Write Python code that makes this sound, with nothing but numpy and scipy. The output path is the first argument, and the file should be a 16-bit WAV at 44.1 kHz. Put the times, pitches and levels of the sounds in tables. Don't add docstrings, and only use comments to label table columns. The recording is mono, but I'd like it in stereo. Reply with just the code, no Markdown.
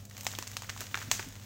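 import sys
import numpy as np
from scipy import signal
from scipy.fft import rfft, irfft, next_fast_len
from scipy.io import wavfile

SR = 44100
rng = np.random.default_rng(int(sys.argv[2]) if len(sys.argv) > 2 else 0)


def bounce(signal):
    frames = np.transpose(np.atleast_2d(signal))
    limited = np.clip(frames, -1, 1)
    pcm = np.round(limited * 32767).astype(np.int16)
    wavfile.write(sys.argv[1], SR, pcm)


N = 63945
SCATTER_DB = -5


def film_flip(crack_db, tilt_db, pocket_db, pocket_hz, pan_db, flutter, rings, scatter_db, room_db):
    # (frequency [Hz], level [dB])
    crack_spectrum = [(150, -11), (500, -11.5), (1000, -8.5), (2200, -1.5), (4000, -2.5), (5500, -1.5),
                      (6500, 2), (7200, 1), (8000, -2.5), (9000, -12.5), (11500, -12.5), (15000, -10.5)]
    pocket_half_octaves, pocket_skirt, low_cut_ratio = 0.77, 2.72, 0.48
    ring_width_hz = 220

    def colour(hz):
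        octaves = np.log2(np.maximum(hz, 1000) / 6500)
        crack = amp(crack_db + along(crack_spectrum, hz) + tilt_db * octaves)
        ratio = (hz + 1) / pocket_hz
        skirts = (1 + (np.log2(ratio) / pocket_half_octaves) ** 2) ** (pocket_skirt / 2)
        pocket = amp(pocket_db) / skirts / np.hypot(1, (low_cut_ratio / ratio) ** 2)
        return np.hypot(crack, pocket)

    def taut(hz):
        return amp(sum(db * np.exp(-.5 * ((hz - centre) / ring_width_hz) ** 2) for centre, db in rings))

    direct, echoes = path_to_mic(scatter_db, room_db, pan_db, flutter)
    return convolve(click(lambda hz: taut(hz) * colour(hz)), direct), convolve(click(colour), echoes)


def film_snaps():
    # (frequency [Hz], gain [dB])
    snaps = [(.053, -20, 6, -26, 1510, 2, 0.7), (.098, -22.5, 6.5, -34, 1500, 3, .5),
             (.111, -23, -0.5, -19.5, 1900, -2, 0.84), (.168, -20, -0.5, -17, 1940, 11, 0.75),
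             (.178, -14.5, 4, -30, 960, 6.5, 0.5), (.2093, -12.5, 4, -13, 1720, 0, 0.77),
             (.2329, -19, 8.5, -16, 900, -3, 0.9), (.2467, -13, 11, -14, 790, 7, .4),
             (.2531, -19.5, 0.5, -16, 895, 14, .5), (.2672, 3.3, -0.3, 4.5, 806, -2, 0.01, (950, 3),
             (1380, -12), (1900, 4), (4350, -7), (5100, 7), (5850, -7), (6500, -5)),
             (.2748, -12.5, 2, -13, 900, -17, 0.6), (.3063, -19, 6, -14, 900, -6, .7),
             (.3164, -16, 0, -28, 1500, 13, .5), (.3269, -14, 6, -28, 1000, -1, .3),
             (.3367, -29, 7, -8.5, 1240, 5, 0.14), (.3513, -19.5, -4, -8, 3600, 5, 0.3, (3700, 5)),
             (.3871, -10.5, 10.5, -5.5, 1330, -4, 0), (.38795, -5.5, -1.5, -4, 1200, 4.5, 0.3, (1850, -4),
             (2750, 4), (3750, -10), (4900, -6)), (.4253, -10.5, -1, -7.5, 1000, 1, 0.85),
             (.4717, -13.5, 0, -34, 1000, -2, 0.65), (.4758, -10.5, 1.5, -27, 2380, -2, 0.54),
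             (.5159, -15.5, 5, -16, 1980, -5, 0.55), (.533, -22, -3, -17, 1000, 4, .7),
             (.568, -8.5, -1.8, -1, 920, -1, 0.01, (1900, 6)),
             (.5685, -9.5, 2, -3, 4340, 6, 0.42, (4750, 6), (5800, -8)),
             (.6214, -13, 2.5, -7.5, 950, 3, 0.4), (.634, -21, -4, -12.5, 1270, 3, .85),
             (.645, -27, 12, -10, 1460, 4, 0.1), (.692, -28, 0, -8.5, 1300, 8, 0.45),
             (.6954, -4.5, -1, -27, 2200, 3, .1, (6600, 4)), (.7003, -8.5, 0, -3, 1630, 5, 0.02),
             (.764, -22, 5, -8, 890, 2, 0.38), (.7763, -11, 0.5, -17, 905, 1.5, 0.3),
             (.8068, -6, 3.5, -10, 1830, 0, 0.97), (.8115, -24, 1, -11, 557, -3, 1.1),
             (.8157, -15.5, 3, -8.5, 1420, -6, 1.1), (.822, -23.5, -3, -12, 540, -2, 1.1),
             (.868, -17, -2, -18, 1720, -1, 0.9), (.9443, -10.5, -4.5, 8, 1700, 1.5, 0.01, (1300, 3),
             (3650, 8), (4450, -6)), (.9543, -8, -1, -1.5, 1530, 3, 0.03),
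             (.9747, -8.5, 0, 1.3, 1230, 1, 0, (3500, -8)), (1.0162, -28, -5.5, -7, 1560, -6, 0.9),
             (1.0269, -16, -3, -6.8, 1560, 3, 0.4), (1.1953, -14, -4, 1, 1730, 2, 0.03),
             (1.1985, -12.5, -0.5, -5.5, 960, -2, 0.3), (1.2275, -19, 0, -11, 1810, 6, 0.45),
             (1.2875, -19, 5, -28, 1000, -6, 0.5), (1.355, -19, 2.5, -13, 1530, 0, 0.3)]
    out = np.zeros((2, N))
    for start, *snap in snaps:
        direct, echoes = film_flip(*snap[:6], rings=snap[6:], scatter_db=SCATTER_DB, room_db=-7)
        add(out, start, direct + echoes)
    return out


def bubble_burst(start_s=1.11447, bounce_s=.0027, bounce_db=-11):
    # (frequency [Hz], gain [dB])
    skin_rings = [(1900, -2), (3450, 6), (4400, 3)]
    direct, echoes = film_flip(crack_db=10.3, tilt_db=0.8, pocket_db=6, pocket_hz=840, pan_db=-2,
                               flutter=0.1, rings=skin_rings, scatter_db=-4, room_db=-4.5)
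    out = np.zeros((2, N))
    add(out, start_s, direct + echoes)
    add(out, start_s + bounce_s, amp(bounce_db) * direct)
    return out


def crinkles(spots=6, ticks_per_s=800, size_spread_db=4.5, tick_db=-6, rub_db=-8):
    # (time [s], level [dB])
    handling = [(0, -49), (.08, -63.5), (.145, -51.5), (.175, -46), (.23, -48), (.34, -46), (.40, -46),
                (.49, -49), (.55, -47), (.62, -51.5), (.68, -49.5), (.75, -50.5), (.82, -42), (.875, -52.5),
                (.91, -47.5), (1.0, -42.5), (1.08, -46.5), (1.2, -44.5), (1.3, -51.5), (1.39, -52.5),
                (1.45, -46.5)]
    # (frequency [Hz], level [dB])
    spectrum = [(200, -11), (500, -1.5), (1400, -4), (3000, -2.2), (4800, -3), (6600, 1), (8000, -4.5),
                (9200, -10.5), (12000, -12), (15000, -4)]
    level = amp(np.interp(np.arange(N) / SR, *np.transpose(handling)))
    pulse = click(lambda hz: amp(along(spectrum, hz)))
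    pulse /= np.linalg.norm(pulse)
    out = amp(rub_db) * level * coloured_noise(spectrum)
    for _ in range(spots):
        sizes = amp(size_spread_db * np.minimum(rng.exponential(size=N), 3))
        signs = rng.choice([-1, 1], N)
        gives_way = rng.random(N) < ticks_per_s / spots / SR
        ticks = level * unit(sizes * signs * gives_way)
        direct, echoes = path_to_mic(SCATTER_DB, room_db=-5, pan_db=rng.normal(0, 1.5), flutter=0.65)
        tick_at_mic = convolve(pulse, direct + echoes)
        out += amp(tick_db) / np.sqrt(spots) * convolve(ticks, tick_at_mic)[:, :N]
    return out


def hand_bumps(attack_s=0.0016):
    # (time [s], level [dB], pitch [Hz], time to fall 60 dB [s])
    bumps = [(.387, -30, 314, 0.019), (.807, -51, 372, 0.032), (0.946, -42, 343, 0.041),
             (1.075, -35, 109.3, 0.14), (1.082, -38, 253, 0.077), (1.194, -32.5, 374, 0.03),
             (1.263, -40, 263, 0.13), (1.276, -33, 185, 0.035)]
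    out = np.zeros((2, N))
    t = np.arange(SR // 4) / SR
    for start, db, hz, t60 in bumps:
        envelope = amp(db - 60 * t / t60) * (1 - np.exp(-t / attack_s))
        add(out, start, (envelope * np.sin(2 * np.pi * hz * t))[None])
    return out


def path_to_mic(scatter_db, room_db, pan_db, flutter, flutter_t60_s=.007, scatter_t60_s=0.032):
    right_lag_s = .00005
    flutter_echo_db = 5
    n = SR // 2
    t = np.arange(n) / SR
    flutter = np.clip(flutter, 0, 1)
    near = unit(diffuse(n) * amp(-60 * t / scatter_t60_s))
    echoes = (amp(scatter_db) * near + amp(room_db) * room_tail(n)) / np.sqrt(n)
    direct = np.sqrt(flutter / n) * unit(diffuse(n) * amp(-60 * t / flutter_t60_s))
    direct[0, 0] += np.sqrt(1 - flutter)
    direct[1, round(right_lag_s * SR)] += np.sqrt(1 - flutter)
    return direct * amp([[pan_db / 2], [-pan_db / 2]]), amp(flutter_echo_db * flutter) * echoes


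def room_tail(n):
    # (frequency [Hz], time to fall 60 dB [s])
    t60 = [(200, 0.43), (1500, 0.47), (6500, 0.43), (15000, 0.32)]
    # (frequency [Hz], level [dB])
    colour = [(200, 7.5), (800, -8.5), (1600, -1), (4000, -1.5), (6500, 0.5), (14000, 0)]
    hz, t, bands = signal.stft(diffuse(n), SR, nperseg=256)
    decay = amp(along(colour, hz)[:, None] - 60 * t / along(t60, hz)[:, None])
    _, tail = signal.istft(bands * decay, SR, nperseg=256)
    return unit(tail[:, :n])


def room_tone(floor_db=-53):
    # (frequency [Hz], level [dB])
    partials = [(100, -50.5), (199.5, -61.5)]
    # (frequency [Hz], level [dB])
    floor = [(20, -29), (35, -14), (46, -2), (65, -11), (88, -0.5), (106, 1), (130, -3.5), (180, -13.5),
             (240, -8), (330, -18.5), (700, -21), (2000, -33.5), (7000, -29), (15000, -45)]
    t = np.arange(N) / SR
    hum = sum(amp(db) * np.sqrt(2) * np.sin(2 * np.pi * (hz * t + rng.random())) for hz, db in partials)
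    return hum + amp(floor_db) * coloured_noise(floor)


def diffuse(n):
    # (frequency [Hz], correlation [0-1])
    likeness = [(180, 0.87), (550, 0.59), (1650, 0.4), (5000, 0.051), (15000, 0.13)]

    def mid_side_gains(hz):
        angle = np.arccos(np.clip(along(likeness, hz), -1, 1)) / 2
        return np.array([np.cos(angle), np.sin(angle)])

    mid, side = filtered(rng.standard_normal((2, n)), mid_side_gains)
    return np.array([mid + side, mid - side])


def coloured_noise(spectrum):
    return unit(filtered(diffuse(N), lambda hz: amp(along(spectrum, hz))))


def click(gain, size=1024):
    hz = np.fft.rfftfreq(size, 1 / SR)
    cepstrum = irfft(np.log(np.maximum(gain(hz), 1e-6)))
    cepstrum[1:size // 2] *= 2
    cepstrum[size // 2 + 1:] = 0
    return irfft(np.exp(rfft(cepstrum)))


def amp(db):
    return 10 ** (np.asarray(db) / 20)


def unit(x):
    return x / np.sqrt(np.mean(x ** 2) + 1e-20)


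def along(points, hz):
    frequencies, values = np.transpose(points)
    return np.interp(np.log(hz + 1), np.log(frequencies + 1), values)


def filtered(x, response):
    n = x.shape[-1]
    padded = next_fast_len(n + 4096)
    return irfft(rfft(x, padded) * response(np.fft.rfftfreq(padded, 1 / SR)), padded)[..., :n]


def convolve(mono, stereo_response):
    return signal.fftconvolve(mono[None], stereo_response, axes=1)


def add(out, start_s, x):
    i = max(0, round(start_s * SR))
    out[:, i:i + x.shape[1]] += x[:, :N - i]


def scene():
    return bubble_burst() + room_tone() + crinkles() + hand_bumps() + film_snaps()


def record(dry, overload=.9, top_hz=16000):
    # (frequency [Hz], left minus right [dB])
    ports = [(100, 0.5), (1000, 1.8), (3000, 0.1), (6000, 4.5), (8000, -3), (11000, -1.5), (15000, 1)]
    picked_up = filtered(dry, lambda hz: amp(along(ports, hz) * np.array([[.5], [-.5]])))
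    rounded = picked_up / (1 + (picked_up / overload) ** 4) ** .25
    return filtered(rounded, lambda hz: 1 / (1 + (hz / top_hz) ** 120))


dry = scene()
out = record(dry)
bounce(out)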